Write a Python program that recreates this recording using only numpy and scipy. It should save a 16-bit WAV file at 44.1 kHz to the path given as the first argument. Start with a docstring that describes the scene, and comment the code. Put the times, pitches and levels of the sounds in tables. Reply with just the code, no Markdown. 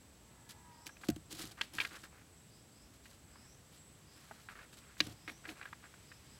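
"""Quiet outdoor air, a far insect shrilling, a faint rooster crow, a small bird whistling upward.
Up close, two smooth stones are set by hand into the ashy chamber of an earthen stove. A flat one
thuds down, slides over grit and clacks against its neighbours; then a round one knocks, rocks and
settles. Each clack rings the stone and the chamber, each thud booms in the hollow clay floor,
and the slides are swarms of tiny cracking grains."""
import sys
import numpy as np
from scipy import signal
from scipy.fft import rfft, irfft, next_fast_len
from scipy.io import wavfile

SR = 44100
rng = np.random.default_rng(int(sys.argv[2]) if len(sys.argv) > 2 else 0)


def wav_record(signal):
    """Record a signal, one row per channel, as 16-bit PCM in the file named by sys.argv[1]."""
    frames = np.transpose(np.atleast_2d(signal))
    bounded = np.clip(frames, -1, 1)
    # unit amplitude maps onto the largest positive 16-bit level
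    quanta = np.round(bounded * 32767).astype(np.int16)
    wavfile.write(sys.argv[1], SR, quanta)


N = 281786
TIME = np.arange(N) / SR

# The tone of the outdoor air. Each row: frequency in Hz, relative level in dB.
AIR_SPECTRUM = [(20, -60), (38, -11), (56, 0), (125, -1), (200, -5), (300, -8.5), (450, -12.5),
                (900, -17.5), (2200, -21.5), (5000, -24), (6500, -24), (10000, -27), (16000, -33.5)]
# The slow swell of a faint hiss. Each row: time in seconds, level in dB.
HISS_SWELL = [(0, -77), (2.6, -76.5), (6.3, -66.5)]
# The insect's resonances. Each row: frequency in Hz, width in Hz, relative level in dB.
INSECT_BANDS = [(7500, 67, -19.5), (7550, 47, -10.5), (7953, 330, -5)]
# The shape of the crow. Each row: time in seconds, pitch in Hz, relative level in dB.
CROW_CONTOUR = [(.18, 332, -90), (0.33, 334.3, -77.5), (.58, 331, -70.5), (.68, 322.5, -61.5),
                (.79, 312.4, -65.5), (.865, 325, -63), (.92, 318, -78)]
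# The crow's partials. Each row: multiple of the pitch, relative dB while hoarse, then once clear.
CROW_VOICE = [(2.53, -1, -11), (2.781, 1.5, -11), (3, -4, 2), (3.93, -2, -10), (5.09, -1, -12),
              (6.021, -3, -11)]

# A stone brushes the clay. Each row: start and length in seconds, grit and floor rumble in dB.
CLAY_SCRAPES = [(0.489, 0.024, -55.5, -78), (0.86, 0.013, -53.5, -59), (1.01, 0.058, -60, -61),
                (1.621, 0.023, -57, -61), (1.733, 0.014, -61.5, -60), (2.935, 0.025, -69, -85),
                (3.03, 0.12, -67.5, -78), (3.717, .06, -66, -86), (4.1, 0.36, -69, -95),
                (4.727, 0.0072, -57.5, -90), (4.77, 0.016, -59.5, -87), (4.979, 0.021, -60, -81),
                (5.013, .11, -62, -57), (5.275, 0.044, -61.5, -54.5), (5.472, 0.047, -58.5, -54)]
# Stone rubs on stone. Each row: start and length in seconds, level in dB.
STONE_RUBS = [(1.086, 0.0073, -47.5), (1.571, 0.04, -56), (1.805, 0.059, -54), (1.904, 0.069, -53.5),
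              (2.029, 0.027, -57.5), (2.112, 0.11, -65.5), (3.267, 0.2, -70.5), (4.143, 0.28, -68.5),
              (4.494, 0.032, -55), (4.549, 0.095, -59), (4.805, .12, -66), (5.436, 0.087, -58),
              (5.55, 0.14, -60.5), (5.825, 0.032, -63.5)]
# Two shoves push the flat stone home, one curve each. Each row: time in seconds, pressure in dB.
SHOVE_CURVES = [
    [(1.295, -75), (1.307, -59), (1.325, -50), (1.333, -58.5), (1.386, -55.5), (1.393, -47.5),
     (1.436, -48.5), (1.445, -54), (1.508, -61.5), (1.517, -52), (1.535, -68)],
    [(1.725, -82), (1.747, -62.5), (1.845, -58.5), (1.911, -69.5), (1.971, -65.5), (1.977, -73),
     (2.033, -69), (2.043, -62.5), (2.075, -84)],
]
# The tone of crunching grit and of rubbing stone. Each row: frequency in Hz, relative level in dB.
GRIT_SPECTRUM = [(400, -4.5), (1200, -18), (2300, -9), (3000, -1), (4200, 0), (5700, -5), (6700, -5),
                 (9000, -6.5), (12000, -9), (16000, -15.5)]
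RUB_SPECTRUM = [(400, -12), (900, -11), (1300, -2.5), (1700, -3.5), (2500, -8.5), (3300, -19.5),
                (5000, -25), (10000, -54)]
# The bird's whistles. Each row: start and length in seconds.
BIRD_CALLS = [(0.675, 0.31), (2.475, 0.15), (2.691, 0.2), (3.28, 0.31), (4.03, 0.21), (5.101, 0.33),
              (6.019, .19), (6.22, 0.18)]

# Stone meets stone. Each row: start in seconds, strength in dB, pitch of the knock in Hz,
# seconds to the first rebound (0 for a stone held fast).
STONE_HITS = [(0.8676, -38, 2490, 0.0014), (0.891, -40, 1560, 0.003), (0.967, -45, 2500, 0),
              (1.0346, -33.5, 1460, 0.0039), (1.611, -17.5, 2680, 0.0006), (1.7838, -21.5, 1940, 0.00068),
              (1.801, -18.5, 2390, 0.00038), (1.8103, -22.5, 2400, 0.005), (1.849, -24, 2100, 0.00038),
              (2.037, -38.5, 1590, 0), (3.055, -44.5, 1926, 0.0057), (3.356, -45, 1140, 0),
              (4.31, -34.5, 890, 0.0046), (4.4866, -33, 1650, 0), (4.589, -41.5, 1640, 0.006),
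              (4.9673, -46, 1650, 0), (5.0029, -12, 2800, 0.0017), (5.277, -30, 2170, 0.0054),
              (5.2936, -33, 2210, 0.0017), (5.453, -33, 1820, 0.00036), (5.489, -32.5, 2525, 0.0029),
              (5.6127, -33.5, 1730, 0), (5.626, -38, 2380, 0.0016), (5.6544, -34, 1620, 0.0018),
              (5.728, -33, 1520, 0.001), (5.839, -40.5, 1550, 0.016), (5.939, -44, 1518, 0),
              (6.116, -40.5, 1810, 0.0027)]
# First echoes off the chamber walls. Each row: typical delay in seconds, relative level in dB.
WALL_TAPS = [(.0023, 1.5), (.0044, 3)]
# A stone's weight lands. Each row: start in seconds, floor boom peak in dB, crushed grit in dB.
LANDINGS = [(1.0889, -21, -42.5), (1.1033, -37, -43), (1.164, -39.5, -52.5), (1.329, -44.5, -55),
            (1.397, -49, -53.5), (1.44, -43, -51), (1.754, -46, -51), (5.0064, -33.5, -53),
            (5.07, -40, -47.5)]
# What rings when struck. 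Each row: frequency in Hz, relative level in dB, seconds to fall 60 dB.
FLAT_STONE_MODES = [(2410, -10, 0.029), (3210, -3, 0.015), (4600, -10, 0.015), (11800, 3, 0.027)]
ROUND_STONE_MODES = [(1525, -8.5, 0.036), (2020, 0, 0.027), (2410, -3, 0.022), (3980, 4, 0.016),
                     (4698, 4, 0.011), (6010, 0, 0.014), (11900, 10, 0.02)]
FLAT_BED_MODES = [(497, -28.5, 0.024), (903, -19.5, 0.03)]   # each stone's clunk on its bed
ROUND_BED_MODES = [(538, -28, 0.028)]
CHAMBER_MODES = [(1326, -19, 0.045), (1647, -6, 0.044), (1862, -17, 0.066), (2330, -12, 0.018),
                 (2502, -8.5, 0.033), (2770, -6.5, 0.014)]   # the air inside the stove
FLOOR_MODES = [(231, -4.5, 0.07), (309, 4, 0.07), (525, -11, 0.025), (701, -16.5, 0.13)]   # the hollow clay floor
STOVE_MODES = [(76.7, -2.5, 0.25), (111.6, 0, 0.33), (146, 10.5, 0.067)]   # the heavy earthen body


def from_db(db):
    """Decibels as a gain."""
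    return 10 ** (np.asarray(db) / 20)


def rms_one(x):
    """Bring a signal to an rms of 1."""
    return x / np.sqrt(np.mean(x ** 2) + 1e-20)


def filtered(x, order, hz, kind):
    """A Butterworth low, high or band pass."""
    return signal.sosfilt(signal.butter(order, hz, kind, fs=SR, output="sos"), x)


def colour(x, spectrum):
    """EQ a steady signal with a spectrum curve; rms 1."""
    hz, db = np.transpose(spectrum)
    size = next_fast_len(N)
    bins = np.maximum(np.fft.rfftfreq(size, 1 / SR), 1)
    gain = from_db(np.interp(np.log(bins), np.log(hz), db))
    return rms_one(irfft(rfft(x, size) * gain, size)[:N])


def narrow_noise(width_hz, count=N):
    """A wandering complex amplitude: it smears a tone into a band of that width."""
    size = next_fast_len(count)
    spread = np.exp(-2 * (np.fft.fftfreq(size, 1 / SR) / width_hz) ** 2)
    wander = np.fft.ifft(spread * (rng.standard_normal(size) + 1j * rng.standard_normal(size)))[:count]
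    return wander / np.std(wander)


def ringing(modes, t):
    """Decaying sines of a struck body."""
    return sum(from_db(db - 60 * t / t60) * np.sin(2 * np.pi * hz * t) for hz, db, t60 in modes)


def add(out, start, sound):
    """Mix a sound in at a start time in seconds."""
    i = int(start * SR)
    out[i:i + len(sound)] += sound[:N - i]


def outdoors(air_db=-61.5, hiss_hz=(1000, 4500)):
    """A bed of low steady air under a soft, slowly swelling hiss."""
    air = from_db(air_db) * colour(rng.standard_normal(N), AIR_SPECTRUM)
    hiss = rms_one(filtered(rng.standard_normal(N), 1, hiss_hz, "band"))
    return air + from_db(np.interp(TIME, *np.transpose(HISS_SWELL))) * hiss


def insect(level_db=-71, waver_db=2.5, waver_hz=9):
    """A wavering shrill from a few narrow resonances."""
    shrill = sum(from_db(db) * np.real(narrow_noise(width) * np.exp(2j * np.pi * hz * TIME))
                 for hz, width, db in INSECT_BANDS)
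    waver = from_db(waver_db * np.real(narrow_noise(waver_hz)))
    return from_db(level_db) * rms_one(shrill * waver)


def rooster(gain_db=2.5, smear_hz=24, rasp_hz=200, clears_s=(0.56, 0.68)):
    """One long far note: hoarse with clashing partials, then swelling into a clear falling tone."""
    times, hz, db = np.transpose(CROW_CONTOUR)
    t = TIME[int(times[0] * SR):int(times[-1] * SR)]
    phase = 2 * np.pi * np.cumsum(np.interp(t, times, hz)) / SR
    out, note = np.zeros(N), 0
    for multiple, hoarse_db, clear_db in CROW_VOICE:
        waver = 1 + 0.3 * narrow_noise(smear_hz, len(t)) + 0.47 * narrow_noise(rasp_hz, len(t))
        gain = from_db(np.interp(t, clears_s, [hoarse_db, clear_db]))
        note += gain * np.real(waver * np.exp(1j * multiple * phase))
    add(out, times[0], from_db(gain_db + np.interp(t, times, db)) * rms_one(note))
    return out


def grains(per_s, spread_db):
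    """Random clicks of very uneven size."""
    sizes = from_db(spread_db * np.minimum(rng.exponential(1, N), 4))
    return (rng.random(N) < per_s / SR) * sizes * rng.choice([-1, 1], N)


def scattered(clicks, blur_db, t60):
    """Each grain cracks at another spot, so each leaves its own short blur of wall echoes."""
    fade = from_db(-60 * TIME[:SR // 20] / t60) ** 2
    power = signal.fftconvolve(clicks ** 2, fade / fade.sum())[:N]
    return clicks + from_db(blur_db) * np.sqrt(np.maximum(power, 0)) * rng.standard_normal(N)


def grit_pops(gain_db=-8, t60=0.0091, band_hz=(2500, 9000)):
    """Now and then a crushed grain goes off as a tiny bright burst."""
    decay = from_db(-60 * TIME[:SR // 30] / t60)
    envelope = signal.fftconvolve(np.abs(grains(per_s=70, spread_db=3.5)), decay)[:N]
    return from_db(gain_db) * rms_one(filtered(envelope * rng.standard_normal(N), 1, band_hz, "band"))


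def stroke(length, db, attack_share=0.11, release_s=0.013):
    """One stroke of the hand: pressure builds, holds, and dies away as the crumbs settle."""
    t = TIME[:int((length + 10 * release_s) * SR)]
    attack = np.minimum(t / (attack_share * length), 1)
    return from_db(db) * attack * np.exp(-np.maximum(t - length, 0) / release_s)


def pressures(shove_grit_db=(0.5, 6.5), crush_lead_s=0.0039, ash_in_rub_db=-12, rub_in_scrape_db=-8):
    """Envelopes for how hard the stones bear on grit, on one another and on the floor."""
    on_grit, on_stone, on_floor = np.zeros((3, N))
    for curve, grit_db in zip(SHOVE_CURVES, shove_grit_db):
        pressure_db = np.interp(TIME, *np.transpose(curve), left=-np.inf, right=-np.inf)
        on_grit += from_db(grit_db + pressure_db)
        on_floor += from_db(-32.5 + 0.52 * pressure_db)   # rumble grows more gently than grit
    for start, length, grit_db, rumble_db in CLAY_SCRAPES:
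        add(on_grit, start, stroke(length, grit_db))
        add(on_floor, start, stroke(length, rumble_db))
    # the grit gives way in a quick crunch just before the weight lands
    t = TIME[:SR // 10]
    crush = np.minimum(t / 0.0014, 1) * np.exp(-(t / 0.0052) ** 2 / 2)
    for start, _, grit_db in LANDINGS:
        add(on_grit, start - crush_lead_s, from_db(grit_db) * crush)
    for start, length, db in STONE_RUBS:
        add(on_stone, start, stroke(length, db))
    # rubbing also catches some ash; scraping also rubs the stone
    return (np.hypot(on_grit, from_db(ash_in_rub_db) * on_stone),
            np.hypot(on_stone, from_db(rub_in_scrape_db) * on_grit), on_floor)


def slides(judder_db=2.5, judder_hz=110, pressed_ring=0.64):
    """Under a moving stone grit cracks in clumps, rough faces stick and slip, and the floor rumbles."""
    judder = from_db(judder_db * np.real(narrow_noise(judder_hz)))
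    # grains of different sizes crack in different bands
    edges_hz = np.geomspace(500, 16000, num=8)
    cracks = sum(filtered(grains(per_s=800, spread_db=2.5), 1, band, "band")
                 for band in zip(edges_hz, edges_hz[1:]))
    grit = colour(scattered(cracks * judder, blur_db=-5, t60=0.012), GRIT_SPECTRUM) + grit_pops()
    slips = grains(per_s=1500, spread_db=3.5)
    rub = colour(scattered(slips, blur_db=0, t60=0.017), RUB_SPECTRUM)
    # the floor rings shorter under the sliding stone
    floor = ringing([(hz, db, t60 * pressed_ring) for hz, db, t60 in FLOOR_MODES], TIME[:SR // 10])
    jolts = np.diff(grains(per_s=2800, spread_db=2), prepend=0)
    rumble = rms_one(signal.fftconvolve(jolts, floor)[:N])
    on_grit, on_stone, on_floor = pressures()
    return on_grit * grit + on_stone * rub + on_floor * rumble


def bird(gain_db=-72, start_hz=4710, smear_hz=700, swell_db_per_s=15, trail_db=-3, trail_t60=0.38):
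    """Whistles that swell as they climb ever faster; distance blurs them and leaves a trail."""
    out, blur = np.zeros(N), narrow_noise(smear_hz)
    for start, length in BIRD_CALLS:
        t = TIME[:int(length * SR)]
        phase = 2 * np.pi * np.cumsum(start_hz + 2300 * t + 10000 * t ** 2) / SR
        whistle = np.real(np.roll(blur, -int(start * SR))[:len(t)] * np.exp(1j * phase))
        envelope = signal.windows.tukey(len(t), 0.5) * from_db(-2 + swell_db_per_s * t)
        add(out, start, rms_one(whistle) * envelope)
    t = TIME[:SR // 2]
    tail = rng.standard_normal(len(t)) * from_db(-60 * t / trail_t60)
    trail = signal.fftconvolve(out, tail / np.linalg.norm(tail))[:N]
    return from_db(gain_db) * (out + from_db(trail_db) * trail)


def touches(count=4, loss_db=5.5, gap_shrink=0.6):
    """Every hit with its rebounds: a loose stone rattles, each bounce weaker and sooner."""
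    for start, db, hz, gap in STONE_HITS:
        for bounce in range(count if gap > 0 else 1):
            yield start, db - bounce * loss_db, hz
            start += gap * gap_shrink ** bounce


def wall_echoes(t, predelay_s=0.002, early_t60=0.014, late_db=-34.5, late_t60=0.31):
    """Close walls return a dense burst of echoes; a weak tail lingers behind it."""
    fade = from_db(-60 * t / early_t60) + from_db(late_db - 60 * t / late_t60)
    return rng.standard_normal(len(t)) * fade * (t > predelay_s)


def at_random_spot(modes, vary_db):
    """Every spot in the stove wakes its modes a little differently."""
    return [(hz, db + rng.normal(0, vary_db), t60) for hz, db, t60 in modes]


def clacks(round_from_s=3.5, firm_db=-18.5, stone_db=-16, chamber_db=-18, crack_db=-36,
           contact_s=0.00037):
    """Each contact is one brief push: it rings the stone and bounces round the chamber."""
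    out, t = np.zeros(N), TIME[:SR // 8]
    for start, db, hz in touches():
        stone = FLAT_STONE_MODES if start < round_from_s else ROUND_STONE_MODES
        bed = FLAT_BED_MODES if start < round_from_s else ROUND_BED_MODES
        force_db = 0.45 * (db - firm_db)   # only a hard blow really wakes the stone itself
        response = wall_echoes(t) + from_db(stone_db + force_db) * ringing(stone, t)
        response += from_db(chamber_db) * ringing(at_random_spot(CHAMBER_MODES, vary_db=1.5), t)
        # the pocket of air between stones and fingers gives each knock its hollow pitch
        response += ringing([(hz, -20, 0.022)], t)
        response[0] += 1   # the direct click
        for delay, echo_db in WALL_TAPS:
            response[int(abs(delay * rng.normal(1, 0.1)) * SR)] += from_db(echo_db)
        # a harder blow means a shorter contact, which reaches higher; a faint crack lies on top
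        top_hz = min(hz * 1.197 * from_db(0.2 * max(db + 24.5, 0)), SR / 3)
        knock = filtered(response, 3, top_hz, "low")
        crack = from_db(crack_db + force_db) * response
        clack = filtered(knock + crack, 2, hz / 1.18, "high")
        strength = np.sqrt(np.sum(clack ** 2) / (contact_s * SR))
        add(out, start + 0.001, from_db(db) * (clack / strength + ringing(bed, t)))
    return out


def thuds(contact_s=0.0016, low_cut_hz=190, body_lag_s=0.01374, body_db=-27.5, body_follows=0.59):
    """Ash cushions the landing, so only the floor's low modes answer; the heavy stove body follows."""
    out, t = np.zeros(N), TIME[:SR // 3]
    push = np.sin(np.pi * np.minimum(TIME[:SR // 100] / contact_s, 1)) ** 2
    body = ringing(STOVE_MODES, t) * (1 - np.exp(-t / 0.005))
    for start, db, _ in LANDINGS:
        floor = ringing(at_random_spot(FLOOR_MODES, vary_db=2), t)
        boom = filtered(signal.fftconvolve(floor, push)[:len(t)], 2, low_cut_hz, "high")
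        add(out, start, from_db(db) * boom / np.max(np.abs(boom)))
        add(out, start + body_lag_s, from_db(body_db + body_follows * db) * body)
    return out


def scene():
    """Stones in the stove up front, the quiet outdoors behind, in mono."""
    stones = clacks() + thuds() + slides()
    return (stones + outdoors() + insect() + bird() + rooster())[None]


def record(dry, cutoff_hz=15900):
    """A steep low pass takes off the very top."""
    return signal.sosfilt(signal.ellip(10, 0.2, 70, cutoff_hz, fs=SR, output="sos"), dry)


dry = scene()
out = record(dry)
wav_record(out)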